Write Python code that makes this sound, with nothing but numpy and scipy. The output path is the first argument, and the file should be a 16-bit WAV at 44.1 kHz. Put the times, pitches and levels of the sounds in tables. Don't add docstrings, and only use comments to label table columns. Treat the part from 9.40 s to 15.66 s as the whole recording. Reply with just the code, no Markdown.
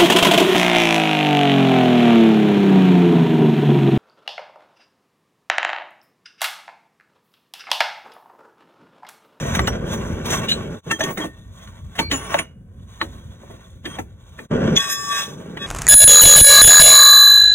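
import sys
import numpy as np
from scipy import signal
from scipy.fft import rfft, irfft, next_fast_len
from scipy.io import wavfile
from scipy.ndimage import uniform_filter1d

SR = 44100
rng = np.random.default_rng(int(sys.argv[2]) if len(sys.argv) > 2 else 0)


def store_wav(level_fs):
    pcm = np.round(np.clip(np.atleast_2d(level_fs), -1, 1) * 32767)
    wavfile.write(sys.argv[1], SR, pcm.T.astype(np.int16))


N = 276242
T = np.arange(N) / SR
LEAD_S = .03


# (start [s], end [s], frame judder [dB], scraping [dB], fine chips [dB])
TOOTH_BITES = [(0, 0.174, -28, -35.5, -39), (0.187, 0.356, -24.5, -37, -49.5),
               (0.349, 0.815, -27, -46.5, -70), (0.849, 1.05, -27, -37.5, -42),
               (1.06, 1.354, -29.5, -48, -56.5), (1.467, 1.509, -29, -44, -49),
               (1.592, 1.707, -34, -41.5, -49), (1.803, 1.841, -32.5, -41, -42.5),
               (2.196, 2.382, -61, -60, -61), (2.442, 2.564, -65, -63, -59.5),
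               (2.585, 2.609, -30, -36.5, -63.5), (2.705, 3.009, -37.5, -43, -48),
               (3.626, 3.648, -35, -46.5, -47), (3.687, 3.816, -48, -59.5, -56),
               (3.833, 4.183, -50.5, -62.5, -58.5), (4.446, 4.564, -41, -47, -48),
               (4.983, 5.054, -47, -58, -52), (5.112, 5.35, -17.5, -37.5, -59),
               (5.458, 5.852, -43.5, -62, -48), (5.864, 6.267, -35.5, -54.5, -57)]
# (peak [s], swell and fade [s per 20 dB], scraping [dB], fine chips [dB])
FORK_SLIDES = [(0.528, 0.08, -36, -33.5), (0.678, 0.31, -42.5, -43), (0.93, 0.0641, -24.5, -22.5),
               (1.477, 0.77, -54, -51), (2.231, 0.3, -58, -51), (2.941, 0.0943, -34.5, -39.5),
               (3.569, 0.2, -59, -55), (3.73, 0.42, -68, -59.5), (4.035, 0.7, -66, -77),
               (4.12, 0.31, -58, -79), (4.27, 0.6, -71.5, -59), (4.952, 0.35, -59, -56),
               (5.45, 0.15, -40, -36.5), (5.785, 0.1631, -36, -29), (6.25, 0.04, -40, -78)]
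# (frequency [Hz], relative level [dB])
FRAME_COLOUR = [(40, -18), (90, -8), (145, 3.5), (230, 1.5), (290, -7), (400, -2), (520, -7.5),
                (750, -20.5), (1100, -29.5), (1600, -18.5), (2600, -66), (6000, -67)]
SCRAPE_COLOUR = [(200, -13.5), (450, 0.5), (650, 4), (900, 2), (1300, 5.5), (1850, 0), (2400, -2.5),
                 (3300, -3.5), (4300, -14.5), (6000, -9), (12000, -41)]
HISS_COLOUR = [(2000, -41), (3500, 15), (5000, -6.5), (6400, 9.5), (7300, 0.5), (8300, -1.5), (10000, -4.5),
               (12500, -6.5), (14000, -3), (16000, -2)]

def grinding(grab_db=2, lurch_db=.67, light_hold_db=-56):
    start, end, *levels = np.transpose(TOOTH_BITES)
    judder, scrape, chips = (swells(start, end, db, attack_s=.0093, release_s=.048) for db in levels)
    peak, fade, *levels = np.transpose(FORK_SLIDES)
    slide_scrape, slide_chips = (swells(peak, peak, db, fade, fade) for db in levels)
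    judder = np.hypot(judder, undb(-55))
    scrape = np.sqrt(scrape ** 2 + slide_scrape ** 2 + undb(-77) ** 2)
    chips = np.sqrt(chips ** 2 + slide_chips ** 2 + undb(-84.5) ** 2)
    loose = 1 / (1 + scrape / undb(light_hold_db))
    grab = walk(40)
    swell = undb(.3 * walk(9) - loose * (walk(8.4) - 2))
    scrape, chips = scrape * swell, chips * swell
    frame = through(slips(900, 3.04) * judder * undb(lurch_db * grab), response(FRAME_COLOUR))
    groan, jerks = chatter()
    crumbs = undb(-10) * slips(110, 3)
    grain = unit(slips(1900, 3.2) + crumbs)
    scraping = through(grain * scrape * undb(grab_db * grab) + jerks, response(SCRAPE_COLOUR))
    hiss = through(slips(2000, 2.5) * chips * undb(grab_db * grab - 3), response(HISS_COLOUR))
    grit = 0
    for _ in range(2):
        grains = slips(700, 2) * chips * (1 - loose) ** 2 * undb(grab_db * walk(25) - 3)
        grit += through(grains, tinkle())
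    return frame + groan + rubbed(scraping + hiss) + grit


# (time [s], crack [dB], thud [dB], splinters [dB], strongest pitch [Hz],
# crumbling time [s], brightness [dB per octave])
STEEL_SNAPS = [(.149, -19, -24.5, -15, 1800, 0.0026, 0), (0.154, -22.5, -27.5, -19.5, 630, 0.0028, 3.5),
               (.193, -12, -21.5, -21, 1300, 0.0026, 1), (.273, -18.5, -29.5, -15.5, 3400, 0.0026, 5.5),
               (.278, -13, -40, -19.5, 1400, 0.0037, -4), (0.855, -29.5, -29, -27, 1380, 0.013, 11.5),
               (0.902, -26, -18.5, -18, 800, 0.0075, 7), (1.085, -20.5, -31.5, -26.5, 3100, 0.031, 6),
               (1.121, -17, -38, -30, 3720, .002, 5.5), (1.511, -14, -21, -17, 1700, 0.006, -0.5),
               (1.593, -31, -24.5, -27.5, 805, 0.0089, -12.5), (1.606, -16.5, -26, -28.5, 641, 0.0103, 0),
               (1.636, -21.5, -17, -21, 1741, 0.0071, 7), (1.673, -31.5, -20.5, -37, 480, .004, -10.5),
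               (1.704, -29, -19, -34, 870, 0.0072, -4), (1.772, -24, -16.5, -30.5, 1725, .017, -2.5),
               (1.84, -26.5, -20.5, -35.5, 648, 0.0045, -8), (2.275, -42.5, -51.5, -57.5, 1236, 0.003, 3.5),
               (2.552, -35, -47.5, -38, 1480, .018, -0.5), (2.590, -9, -16.5, -16.5, 2900, 0.0037, 1.5),
               (2.598, -18.5, -23.5, -23.5, 760, 0.0043, -1), (2.712, -14.5, -19, -26.5, 642, 0.016, 7),
               (2.943, -9, -25, -28, 630, 0.0034, -3), (2.987, -16, -27, -26, 2420, .008, 1),
               (3.614, -15, -21.5, -43, 1400, 0.0034, -1), (4.031, -41.5, -40, -68, 654, 0.0081, -16),
               (4.099, -44.5, -33.5, -71, 748, 0.01, -13), (4.454, -22, -24.5, -40, 1836, 0.0092, 3),
               (4.586, -22.5, -24.5, -35.5, 607, 0.0099, -3.5), (4.988, -31.5, -30.5, -59, 1970, 0.01, -3),
               (5.363, -13, -37, -26, 3400, .008, 8.5), (5.376, -16, -44, -17, 1700, 0.0034, 1.5),
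               (6.171, -25, -42, -57, 1253, 0.0053, -0.5)]
# (frequency [Hz], relative level [dB])
CRACK_COLOUR = [(150, -35), (400, -9.5), (650, 5.5), (1000, 0.5), (1400, 1.5), (1850, 7), (2700, -0.5),
                (3700, 2), (5000, -11), (8000, -31), (15000, -24.5)]
THUD_COLOUR = [(50, -13), (110, -9), (190, -1.5), (290, 3), (400, -3), (600, -10), (1000, -23.5),
               (3000, -32.5)]

def snaps(clang_db=-7, tinkle_db=-4, focus_octaves=.34, uneven_db=3, clean_break_s=.0026):
    out = np.zeros(2 * N)
    grid_hz = np.geomspace(100, 16000, 80)
    octaves = np.clip(np.log2(grid_hz / 1500), -2, 2)
    for s, crack_db, thud_db, splinter_db, hz, crumble_s, brightness in STEEL_SNAPS:
        focus = np.exp(-.5 * (np.log2(grid_hz / hz) / focus_octaves) ** 2)
        tilt = brightness * octaves
        weights_db = np.interp([m[0] for m in FORK_MODES], grid_hz, 9 * focus + tilt)
        force = undb(crack_db) * fracture(crumble_s, clean_break_s / crumble_s, rise_s=.1 * crumble_s)
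        uneven = uneven_db * rng.standard_normal(len(grid_hz))
        crack = response(np.c_[grid_hz, shape(CRACK_COLOUR, grid_hz) + 6.5 * focus + tilt + uneven])
        splinters = response(np.c_[grid_hz, shape(HISS_COLOUR, grid_hz) + uneven])
        hit = through(force, crack)
        hit += undb(clang_db) * through(force, fork_clang(weights_db))
        hit += undb(thud_db) * through(fracture(.021, rise_s=.012), response(THUD_COLOUR))
        hit += undb(splinter_db) * through(fracture(crumble_s, rise_s=.0021), splinters)
        hit += undb(splinter_db + tinkle_db) * through(fracture(crumble_s), tinkle())
        add_at(out, s - LEAD_S, hit)
    return out[:N]


def fracture(crumble_s, big_break=0, rise_s=.0026, scatter_db=3, strain_s=.0064, size=16384):
    t = T[:size] - LEAD_S
    after = np.maximum(t, 0)
    crumbling = (1 - np.exp(-after / rise_s)) * np.exp(-after / max(crumble_s, .001))
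    envelope = crumbling + .17 * np.exp(-abs(t) / strain_s)
    cracks = envelope * rng.choice([-1, 1], size) * undb(scatter_db * rng.standard_normal(size))
    cracks /= np.linalg.norm(cracks)
    cracks[int((LEAD_S + rise_s) * SR)] += big_break
    return cracks * np.linalg.norm(envelope)


# (frequency [Hz], relative level [dB], time to fall 60 dB [s])
FORK_MODES = [(654, 6.5, 0.15), (918, 9.5, 0.11), (1098, -1.5, 0.068), (1543, 1, 0.079), (1860, 6.5, 0.504),
              (2040, -2.5, .12), (2270, -18, 0.64), (2700, 5, 0.17), (2990, 3.5, 0.42), (3263, 3, 0.59),
              (3470, -10.5, 0.52), (3880, -6, 0.1), (3803, 4, 0.053), (4400, -13, 0.65), (5646, -3.5, 0.6),
              (6020, -3.5, 0.15), (6250, -3, 0.22), (7060, -9.5, 0.12), (7330, -9, 0.16),
              (8090, -12.5, 0.3), (8700, -15, .45), (9310, -17, 0.31), (10700, -20.5, 0.36),
              (11542, -17.5, 0.18), (14000, -18, 0.23), (15510, -18, .25)]

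def fork_clang(weights_db, gripped_t60=.054, size=16384):
    t = T[:size]
    clang = 0
    for (hz, db, t60), weight_db in zip(FORK_MODES, weights_db):
        decay = np.exp(-np.log(1000) * t * (1 / t60 + 1 / gripped_t60))
        clang += undb(db + weight_db) * decay * np.sin(2 * np.pi * hz * t)
    return clang / np.linalg.norm(clang)


def rubbed(scraping, modes_db=2, width_hz=75, roam_db=5):
    out = scraping
    for hz, _, _ in FORK_MODES:
        contact = undb(modes_db + roam_db * np.clip(walk(20), -2, 1))
        out = out + resonate(scraping * contact, hz, width_hz)
    return out


def tinkle(above_hz=5000, spread_db=4):
    hz = np.array([m[0] for m in FORK_MODES])
    weights_db = np.where(hz > above_hz, spread_db * rng.standard_normal(len(hz)), -np.inf)
    return fork_clang(weights_db, gripped_t60=.15)


# (time [s], frequency [Hz], peak level [dB], time until gripped again [s])
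FREE_RINGS = [(1.12, 8070, -41, .2), (1.514, 1820, -22, 0.029), (1.514, 3210, -28.5, .06),
              (1.514, 6400, -24.5, .06), (1.607, 1840, -23, 0.096), (1.636, 6320, -27, 0.027),
              (1.775, 1833, -29.5, 0.35), (2.592, 2290, -30.5, 0.1), (2.592, 4340, -23, .1),
              (2.99, 2885, -36, 0.3), (2.99, 6400, -43.5, 0.15), (2.99, 9475, -39.5, 0.041),
              (4.99, 8096, -55, .15), (5.375, 3386, -13, 0.037)]

def rings(grip_s=.0073):
    out = np.zeros(2 * N)
    modes_hz, _, modes_t60 = np.transpose(FORK_MODES)
    for s, hz, db, free_s in FREE_RINGS:
        tone = rough_tone(hz, rough=.33, width_hz=170) / np.sqrt(2)
        t = T[:len(tone)]
        t60 = np.interp(hz, modes_hz, modes_t60)
        fading = np.exp(-np.log(1000) * t / t60 - np.maximum(t - free_s, 0) / grip_s)
        add_at(out, s, undb(db) * fading * tone)
    return out[:N]


# (start [s], end [s], frequency [Hz], level [dB], roughness [ratio])
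TOOTH_CATCHES = [(.194, 0.186, 1200, -21.5, .5), (0.197, 0.192, 1950, -19.5, 0.76),
                 (0.217, .232, 5722, -40, .4), (.219, 0.257, 7330, -42, .4),
                 (0.275, 0.267, 1700, -21.5, 0.84), (1.087, 1.118, 2900, -24, 0.48),
                 (1.088, 1.112, 3780, -22, 1.11), (1.115, 1.131, 4000, -15, 0.66),
                 (1.096, 1.129, 7100, -35, 0.66), (1.514, 1.525, 1790, -17.5, 0.38),
                 (1.513, 1.504, 2706, -13.5, .4), (1.607, 1.615, 642.4, -23.5, 0.5),
                 (1.611, 1.615, 6250, -23, 0.48), (1.632, 1.641, 3340, -24, .8),
                 (1.694, 1.76, 15700, -39, 0.4), (1.813, 1.835, 3250, -30.5, 0.58),
                 (2.596, 2.598, 7040, -28.5, 0.5), (2.726, 2.771, 7002, -27, 0.48),
                 (2.986, 2.99, 2740, -26.5, .7), (2.987, 2.995, 7030, -32, 0.5),
                 (2.992, 2.998, 9500, -29.5, .2), (3.614, 3.616, 4000, -19.5, 1),
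                 (4.449, 4.56, 3230, -41.5, 0.42), (4.465, 4.557, 8786, -53, .2),
                 (5.369, 5.375, 3418, -6.5, 0.25), (5.364, 5.374, 5700, -20, 1),
                 (5.366, 5.375, 6700, -17, 0.47)]

def screeches(attack_s=.009, release_s=.022, width_hz=500):
    out = np.zeros(2 * N)
    for start, end, hz, db, rough in TOOTH_CATCHES:
        tone = rough_tone(hz, rough, rough * width_hz, size=8192)
        t = T[:len(tone)] - LEAD_S
        fade_db = 20 * (np.maximum(-t, 0) / attack_s + np.maximum(t - (end - start), 0) / release_s)
        add_at(out, start - LEAD_S, undb(db - fade_db) * tone)
    return out[:N]


# (frequency [Hz], relative level [dB])
DRAG_MODES = [(1594, -36), (1781, -32.5), (1866, -39), (2530, -36.5), (2692, -43), (3270, -45), (3402, -30),
              (3860, -35), (5125, -33.5), (5230, -31), (5399, -32.5), (5857, -38), (6354, -40),
              (6455, -39.5), (6561, -36), (6701, -35), (7134, -39), (7211, -41), (7800, -40), (8719, -43.5),
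              (9362, -48), (9475, -43), (10966, -46.5), (12705, -41), (12980, -46), (13447, -49),
              (13932, -47), (14045, -54), (14142, -53), (14282, -39), (14713, -54), (15402, -50)]
# (start [s], end [s], pitch [Hz], lowest mode [dB], middle modes [dB], shrill modes [dB])
DRAG_SQUEALS = [(5.402, 5.446, 1125, -23, -22.5, -27.5), (5.501, 5.527, 1146, -26.5, -23, -21.5),
                (5.56, 5.697, 1140, -32, -34.5, -29.5), (5.717, 5.758, 1143, -25, -22.5, -29),
                (5.766, 5.804, 1141, -31, -24, -28), (6.222, 6.246, 1140, -34, -27.5, -41.5)]

def squeal(waver=.00164, give=.112, rasp_db=-10, split_hz=4410):
    start, end, pitch, *levels = np.transpose(DRAG_SQUEALS)
    low, middle, shrill = (swells(start, end, db, attack_s=.037, release_s=.081) for db in levels)
    low_hz = np.interp(T, (start + end) / 2, pitch)
    bend = 1 + give * (low_hz / np.median(low_hz) - 1) + waver * walk(60)
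    middle_modes = [m for m in DRAG_MODES if m[0] < split_hz]
    shrill_modes = [m for m in DRAG_MODES if m[0] >= split_hz]
    low_tone = singing([(1, 0)], low_hz, flutter_db=3.3, rough=.14, width_hz=98)
    middle_tone = singing(middle_modes, bend, flutter_db=2.2, rough=.15, width_hz=90)
    shrill_tone = singing(shrill_modes, bend, flutter_db=3.2, rough=.14, width_hz=90)
    friction = slips(1500, 2.2)
    rasp = sum(undb(db) * resonate(np.roll(friction, int(hz)), hz, 330) for hz, db in middle_modes)
    middle_tone += undb(rasp_db) * middle / middle.max() * unit(rasp)
    shrill_tone *= undb(1.35 * walk(250))
    return low * low_tone + middle * middle_tone + shrill * shrill_tone


# (frequency [Hz], relative level [dB])
EDGE_MODES = [(2659, -5.5), (2826, -2), (3117, -10.5), (5604, -2.5), (6045, -11), (7002, -4), (7130, -12.5),
              (9475, -1.5), (10239, -10.5), (10853, -4.5), (13609, -9.5), (15676, -6.5)]
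# (start [s], end [s], level [dB])
EDGE_SKIDS = [(2.728, 2.786, -36), (2.78, 2.902, -44), (2.91, 2.977, -38)]

def skid(crackle_db=1.5):
    bend = 1 + .00035 * walk(85)
    whistle = singing(EDGE_MODES, bend, flutter_db=3, rough=.3, width_hz=200)
    level = swells(*np.transpose(EDGE_SKIDS), attack_s=.019, release_s=.03)
    return level * unit(whistle * undb(crackle_db * walk(500)))


def singing(modes, bend, flutter_db, rough, width_hz):
    out = 0
    for hz, db in modes:
        phase = 2 * np.pi * (hz * np.cumsum(bend) / SR + rng.random())
        out += smeared(phase, rough, width_hz) * undb(db + flutter_db * walk(22))
    return unit(out)


def rough_tone(hz, rough, width_hz, size=32768):
    return smeared(2 * np.pi * hz * T[:size], rough, width_hz)


def smeared(phase, rough, width_hz):
    level_shake, phase_shake = (rough * walk(width_hz, len(phase)) for _ in range(2))
    return unit((1 + level_shake) * np.sin(phase) + phase_shake * np.cos(phase))


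# (start [s], end [s], jerk rate [Hz], groan [dB], rasp [dB])
JERK_RUNS = [(2.595, 2.6, 185, -22, -37), (2.719, 2.759, 280, -24.5, -34)]

def chatter(jitter=.04, scatter_db=3):
    start, end, rate, *levels = np.transpose(JERK_RUNS)
    groan, rasp = (swells(start, end, db, attack_s=.0045, release_s=.016) for db in levels)
    jerk_hz = np.interp(T, np.c_[start, end].ravel(), np.repeat(rate, 2))
    cycles = np.cumsum(jerk_hz * (1 + jitter * walk(150))) / SR
    jerks = unit(np.diff(np.floor(cycles), prepend=0) * undb(scatter_db * walk(200)))
    return groan * np.sqrt(2) * np.sin(2 * np.pi * cycles), rasp * jerks


# (time [s], level [dB])
DRIVE_LOAD = [(0, -32.5), (.3, -27.5), (1.3, -36.5), (1.55, -50.5), (1.8, -40.5), (2.4, -39), (3.7, -40.5),
              (4.0, -42.5), (5.05, -43.5), (5.35, -31), (5.39, -55), (6.26, -48.5)]
# (frequency [Hz], relative level [dB])
DRIVE_COLOUR = [(20, -23.5), (35, -21), (50, 4), (65, 3.5), (95, 4), (135, -2), (190, -6), (260, -17.5),
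                (500, -39), (1200, -54.5)]

def drive_rumble(throb_db=2.5):
    load_db = np.interp(T, *np.transpose(DRIVE_LOAD))
    return through(rng.standard_normal(N) * undb(load_db + throb_db * walk(12)), response(DRIVE_COLOUR))


# (frequency [Hz], gain [dB])
ECHO_COLOUR = [(50, -16.5), (180, -12), (380, -3), (700, 2.5), (1150, 2), (1700, -10.5), (2500, -0.5),
               (3600, -9.5), (4700, -23), (6800, -10), (10000, 3.5), (12500, -0.5), (14500, 2)]

def hopper(direct, wall_send_db=0, walls_t60=.0502, hall_t60=.32, hall_db=-23, mic_lag_s=.00011):
    to_walls = undb(wall_send_db) * direct
    sway = .7 * walk(2.03)

    def echoes(t60):
        t = T[:16384]
        paths = rng.standard_normal((2, len(t))) * np.exp(-np.log(1000) * t / t60) * (t > .002)
        here, there = (through(to_walls, h / np.linalg.norm(h)) for h in paths)
        return np.cos(sway) * here + np.sin(sway) * there
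    size = next_fast_len(N + 1000)
    hz = np.fft.rfftfreq(size, 1 / SR)
    side = np.array([[1], [-1]])
    mic_shift = np.exp(1j * np.pi * hz * side * mic_lag_s)
    ahead = rfft(direct + undb(hall_db) * echoes(hall_t60), size) * mic_shift
    walls = undb(-9) * echoes(walls_t60) + side * echoes(walls_t60)
    around = rfft(walls, size) * undb(shape(ECHO_COLOUR, hz))
    return irfft(ahead + around, size)[:, :N]


def undb(db):
    return 10 ** (np.asarray(db) / 20)


def unit(x):
    return x / np.sqrt(np.mean(x ** 2) + 1e-18)


def shape(colour, hz):
    f, db = np.transpose(colour)
    return np.interp(np.log(hz + 1), np.log(f), db)


def response(colour, size=2048):
    cepstrum = irfft(np.log(undb(shape(colour, np.fft.rfftfreq(size, 1 / SR)))))
    cepstrum[1:size // 2] *= 2
    cepstrum[size // 2 + 1:] = 0
    h = irfft(np.exp(rfft(cepstrum)))
    return h / np.linalg.norm(h)


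def through(x, h):
    return signal.fftconvolve(x, h)[:len(x)]


def resonate(x, hz, width_hz):
    return signal.lfilter(*signal.iirpeak(hz, hz / width_hz, fs=SR), x)


def add_at(out, s, sound):
    start = max(int(s * SR), 0)
    out[start:start + len(sound)] += sound


def walk(rate_hz, size=N):
    hold = max(int(SR / rate_hz), 20)
    steps = rng.standard_normal(size // 20)[:size // hold + 2]
    return unit(uniform_filter1d(np.repeat(steps, hold), hold)[:size])


def slips(per_s, scatter_db):
    clicks = (rng.random(N) < per_s / SR) * rng.choice([-1, 1], N)
    return unit(clicks * undb(scatter_db * np.clip(rng.standard_normal(N), -2, 2)))


def swells(starts, ends, levels_db, attack_s, release_s):
    t = T[::16]
    power = 0
    for start, end, db, attack, release in np.broadcast(starts, ends, levels_db, attack_s, release_s):
        fade_db = 20 * (np.maximum(start - t, 0) / attack + np.maximum(t - end, 0) / release)
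        power += undb(db - fade_db) ** 2
    return np.interp(T, t, np.sqrt(power))


# (time [s], depth [dB], half width [s])
LEVEL_DIPS = [(1.421, -27, 0.021), (5.083, -19, 0.017)]

def scene():
    cutting = grinding() + drive_rumble()
    breaking = snaps() + rings()
    shrieking = squeal() + skid() + screeches()
    at_rim = hopper(cutting) + hopper(breaking) + hopper(shrieking, wall_send_db=-7)
    dips_db = sum(db * np.exp(-((T - s) / width) ** 2) for s, db, width in LEVEL_DIPS)
    return at_rim * undb(dips_db)


def record(dry, side_db=-3, top_hz=15850):
    mid = dry.mean(axis=0)
    narrowed = mid + undb(side_db) * (dry - mid)
    return signal.sosfilt(signal.ellip(16, .2, 80, top_hz, fs=SR, output="sos"), np.tanh(narrowed))


dry = scene()
out = record(dry)
store_wav(out)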